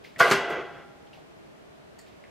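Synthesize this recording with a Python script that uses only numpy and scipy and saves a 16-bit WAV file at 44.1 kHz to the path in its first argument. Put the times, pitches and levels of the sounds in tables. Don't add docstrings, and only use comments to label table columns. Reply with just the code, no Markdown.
import sys
import numpy as np
from scipy import signal
from scipy.fft import rfft, irfft, next_fast_len
from scipy.io import wavfile

SR = 44100
rng = np.random.default_rng(int(sys.argv[2]) if len(sys.argv) > 2 else 0)


def pcm_store(signal):
    levels = np.round(np.clip(np.atleast_2d(signal), -1, 1) * 32767)
    wavfile.write(sys.argv[1], SR, levels.astype(np.int16).T)


N = 101429

# (s, level dB, armature 0 = pulls in, 1 = drops out)
BLOWS = [(0.2028, -18, 0), (0.2064, -14.2, 0), (0.2108, -16.2, 0), (0.2286, -28.5, 0), (0.3112, -15.3, 1), (0.3192, -19, 1), (0.3298, -23, 1)]
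# (Hz, dB per Hz pulling in, dB per Hz dropping out)
CLACK = [(90, -52, -53), (137, -14, 1.5), (292, -11, -7), (450, -14.5, -15), (720, -5.5, -7.5), (904, -15, -6), (1150, 4.5, -2), (1360, -11.5, -4), (1424, 5, 5.5),
         (1780, -10, -6), (2070, -1.5, -4.5), (2260, -10, -6.5), (3120, -15.5, -9), (3400, -22, -14), (5350, -22, -16.5), (7660, -41, -24), (13500, -47, -36), (15500, -62, -58)]
CLACK_T60_S, CLACK_ATTACK_S = 0.085, .0003
# (Hz, t60 s)
PANEL_T60 = [(120, 0.061), (400, 0.84), (1400, 0.52), (3200, 0.71), (4200, 0.48), (6500, 0.39), (9000, 0.33), (14000, 0.33)]
# (Hz, dB pulling in, dB dropping out, t60 s)
CABINET = [(135, -35, -31.5, .16), (394, -42, -19.5, .33), (496, -27, -42, .45), (682, -20, -42, .3), (813, -62, -44.5, 2.3), (1022, -32, -32, .35), (1136, -22, -40, .3),
           (1218, -26, -40, .35), (1378, -46, -39, 1.3), (1414, -25, -40, .35), (1447, -19.5, -32, .22),
           (1490, -24, -27, .3), (1608, -30, -42, .7), (1983, -31, -44, .6), (2062, -30, -33, .4), (3335, -53, -44, 1)]
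# (s, level dB)
SNAPS = [(0.183, -51), (0.1891, -39), (0.1948, -38.5), (0.1969, -30), (0.295, -47), (0.301, -35), (0.3108, -34.5), (0.4913, -55), (0.501, -50.5)]
# (Hz, dB per Hz)
SNAP_COLOUR = [(60, -40.5), (350, -2), (3000, 2), (6000, -1), (9500, -7), (13500, -7), (15500, -30)]
SNAP_T60_S, SNAP_ROOM_DB, SNAP_ROOM_T60_S = 0.042, 0, 0.18
# (s, gear rattle dB, rumble dB)
MOTOR = [(0.167, -74, -54), (0.197, -28, -54), (0.28, -22.5, -44), (0.38, -32, -43), (0.46, -35.5, -57), (0.52, -32.5, -44.5), (0.61, -33, -49.5), (0.674, -42.5, -60), (0.781, -45, -56.5), (0.89, -55.5, -66), (1.05, -66, -61)]
# (Hz, dB per Hz)
GEARBOX = [(40, -40), (295, -18), (345, -0.5), (600, -1.5), (780, -10.5), (1000, -8), (1500, -6.5), (1800, -12.5), (2050, -9.5), (2400, -15.5), (3300, -21.5), (3650, -26.5), (6400, -36), (8000, -48.5), (15000, -76.5)]
# (Hz, dB per Hz)
RUMBLE = [(25, -40), (60, -6), (100, -23.5), (138, 2), (200, -10.5), (260, -1), (500, -51.5)]
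KNOCKS_PER_S, KNOCK_T60_S, KNOCK_SPREAD_DB = 96, 0.6, 3.5
GEAR_STEADY, GEAR_SIDE_DB = 0.94, -17.5
# (s, level dB, pitch Hz, t60 s)
TICKS = [(0.047, -44.5, 2030, 0.028), (0.161, -41, 1930, 0.049), (0.579, -35, 389.4, 0.21), (1.068, -58, 3150, 0.059), (1.131, -52.5, 2750, 0.052), (1.172, -50.5, 643, 0.12), (2.2394, -43, 1950, 0.015)]
# (s, level dB)
CLICKS = [(1.9872, -51), (1.9905, -50), (2.0117, -57)]
# (Hz, width Hz, dB)
BUTTON = [(1880, 67, 10), (4500, 94, 6), (5300, 340, -5), (7050, 420, -0.5), (8050, 600, -4), (12700, 3300, -16)]
CLICK_T60_S, CLICK_ROOM_DB = .065, -13
# (Hz, dB per Hz)
AIR = [(25, -11), (62, -1.5), (100, -5.5), (150, -1), (250, -5.5), (420, -3.5), (560, -6.5), (650, -1), (800, -10), (2700, -19), (6000, -28.5), (13500, -38.5), (15500, -50)]
# (Hz, side dB)
SPREAD = [(120, -32), (600, -26), (1400, -14), (3500, -11.5), (7000, -7.5), (13000, -1.5)]
DIRECT_SIDE_DB = -4
TOP_HZ = 15700
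TICK_T60_S = None
TICK_WIDTH, TICK_ROOM_DB, TICK_ROOM_T60_S = 0.39, -14, 0.37
# (Hz, side dB)
AIR_SIDE = [(60, -7), (110, -7.5), (200, 5.5), (380, 8), (700, 0), (1300, 3.5), (14000, -0.5)]
AIR_DB = -55
AIR_SIDE_DB = None
CABINET_DB, CABINET_ATTACK_S = 2.5, 0.00081
RIPPLE_DB, RIPPLE_STEP = 3, .008
# (Hz, dB per Hz)
SIZZLE = [(800, -29), (2800, 11), (6000, -2.5), (12500, -9.5), (15000, -28)]
SIZZLE_DB, SIZZLE_DEPTH = -37, 0.11
MAINS_HZ = 50
# (Hz, width Hz, dB)
GEAR_RING = [(690, 16, 11), (1380, 34, 6), (1606, 16, 7), (1983, 16, 9), (2600, 40, 5), (3325, 60, 8)]
# (s, level dB)
SCUFFS = [(0.038, -50.5), (1.128, -56.5), (2.06, -59)]
# (Hz, dB per Hz)
SCUFF_COLOUR = [(500, -27), (2300, 5), (5000, -3.5), (8000, -19.5), (14000, -19)]
SCUFF_ATTACK_S, SCUFF_T60_S = 0.004, 0.4
LOW_CUT_HZ = 40
PANEL_DB = -9
PANEL_ATTACK_S = .004


def amp(db):
    return 10 ** (np.asarray(db) / 20)


def unit(x):
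    return x / np.sqrt(np.mean(x ** 2) + 1e-20)


def along(points, hz):
    f, v = np.transpose(points)
    return np.interp(np.log(hz + 1), np.log(f + 1), v)


def filtered(x, response):
    m = next_fast_len(x.shape[-1] + 8192)
    return irfft(rfft(x, m) * response(np.fft.rfftfreq(m, 1 / SR)), m)[..., :x.shape[-1]]


def colour(points):
    return lambda hz: amp(along(points, hz))


def resonances(rows):
    return lambda f: sum((-1) ** k * amp(db) * 1j * f * w / (c * c - f * f + 1j * f * w) for k, (c, w, db) in enumerate(rows))


def noise(response, size=N):
    return unit(filtered(rng.standard_normal((2, size)), response))


def spread(pair, side_db=0):
    side = amp(side_db) * filtered(pair[1], colour(SPREAD))
    return np.array([pair[0] + side, pair[0] - side])


def add(out, s, sound):
    part = out[:, max(round(s * SR), 0):][:, :sound.shape[-1]]
    part += sound[..., :part.shape[1]]


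def burst(response, t60, attack=.0006, side_db=0):
    t = np.arange(SR) / SR
    envelope = amp(-60 * t / t60) * (1 - np.exp(-t / attack))
    pair = noise(response, size=SR) * envelope
    return spread(pair * np.linalg.norm(envelope) / np.linalg.norm(pair, axis=1, keepdims=True), side_db)


def after_ring(response):
    hz, t, z = signal.stft(noise(response), SR, nperseg=256)
    tail = signal.istft(z * amp(-60 * t / along(PANEL_T60, hz)[:, None]), SR)[1][:, :N]
    return spread(tail) * (1 - np.exp(-np.arange(N) / SR / PANEL_ATTACK_S))


def contactor(fine):
    out = np.zeros((2, N))
    for s, db, drops in BLOWS:
        response = colour(np.array(CLACK)[:, [0, 1 + round(drops)]])
        add(out, s, amp(db) * burst(response, CLACK_T60_S, CLACK_ATTACK_S, DIRECT_SIDE_DB))
        add(out, s, amp(db + PANEL_DB) * after_ring(lambda hz: response(hz) * fine(hz)))
    return out


def cabinet():
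    out, t = np.zeros((2, N)), np.arange(N) / SR
    for stroke in range(2):
        start = min(s for s, db, drops in BLOWS if round(drops) == stroke)
        for hz, *db, t60 in CABINET:
            phase = rng.uniform(0, 2 * np.pi) + rng.normal(0, 0.28, (2, 1))
            add(out, start, amp(CABINET_DB + db[stroke] - 60 * t / t60) * np.sin(2 * np.pi * hz * t + phase) * (1 - np.exp(-t / CABINET_ATTACK_S)))
    return out


def snaps(fine):
    out, response = np.zeros((2, N)), lambda hz: colour(SNAP_COLOUR)(hz) * fine(hz)
    for s, db in SNAPS:
        add(out, s, amp(db) * (burst(response, SNAP_T60_S, side_db=DIRECT_SIDE_DB) + amp(SNAP_ROOM_DB) * burst(response, SNAP_ROOM_T60_S)))
    return out


def motor(fine):
    t = np.arange(N) / SR
    s, rattle_db, rumble_db = np.transpose(MOTOR)
    knocks = (rng.random(N) < KNOCKS_PER_S / SR) * amp(KNOCK_SPREAD_DB * rng.standard_normal(N))
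    shake = unit(np.sqrt(np.abs(signal.fftconvolve(knocks ** 2, amp(-60 * t / KNOCK_T60_S) ** 2)[:N])))
    housing = lambda hz: colour(GEARBOX)(hz) * np.sqrt(fine(hz)) * np.hypot(1, np.abs(resonances(GEAR_RING)(hz)))
    mid, side = noise(housing) * unit(shake + GEAR_STEADY)
    gears = mid + amp(GEAR_SIDE_DB) * np.array([side, -side])
    return gears * amp(np.interp(t, s, rattle_db, left=-120, right=-120)) + spread(noise(colour(RUMBLE))) * amp(np.interp(t, s, rumble_db, left=-120, right=-120))


def handling():
    out, t = np.zeros((2, N)), np.arange(SR) / SR
    for s, db, hz, t60 in TICKS:
        body = lambda f: resonances([(hz, TICK_WIDTH * hz, 0)])(f) ** 2
        tone = amp(-60 * t / t60) * np.sin(2 * np.pi * hz * t)
        add(out, s, amp(db) * (tone + burst(body, t60) + amp(TICK_ROOM_DB) * burst(body, TICK_ROOM_T60_S, side_db=-13)))
    for s, db in CLICKS:
        body = resonances(BUTTON)
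        add(out, s, amp(db) * (burst(body, CLICK_T60_S) + amp(CLICK_ROOM_DB) * burst(body, TICK_ROOM_T60_S, side_db=2)))
    return out


def room_noise():
    mid, side = noise(colour(AIR))
    side = filtered(side, colour(AIR_SIDE))
    return amp(AIR_DB) * np.array([mid + side, mid - side])


def ripple():
    knots = rng.standard_normal(2048)
    return lambda hz: amp(RIPPLE_DB * np.interp(np.log1p(hz / 1000) / RIPPLE_STEP, np.arange(len(knots)), knots))


def sizzle(fine):
    t = np.arange(N) / SR
    live = (t > BLOWS[0][0]) & (t < min(s for s, db, drops in BLOWS if round(drops)))
    return amp(SIZZLE_DB) * live * (1 + SIZZLE_DEPTH * np.sin(2 * np.pi * 2 * MAINS_HZ * t)) * spread(noise(lambda hz: colour(SIZZLE)(hz) * fine(hz)))


def scuffs():
    out = np.zeros((2, N))
    for s, db in SCUFFS:
        add(out, s, amp(db) * burst(colour(SCUFF_COLOUR), SCUFF_T60_S, SCUFF_ATTACK_S, side_db=0))
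    return out


def scene():
    fine = ripple()
    return contactor(fine) + cabinet() + snaps(fine) + sizzle(fine) + motor(fine) + handling() + scuffs() + room_noise()


def record(dry):
    return filtered(dry, lambda hz: (hz < TOP_HZ) * (1j * hz / (LOW_CUT_HZ + 1j * hz)) ** 2)


dry = scene()
out = record(dry)
pcm_store(out)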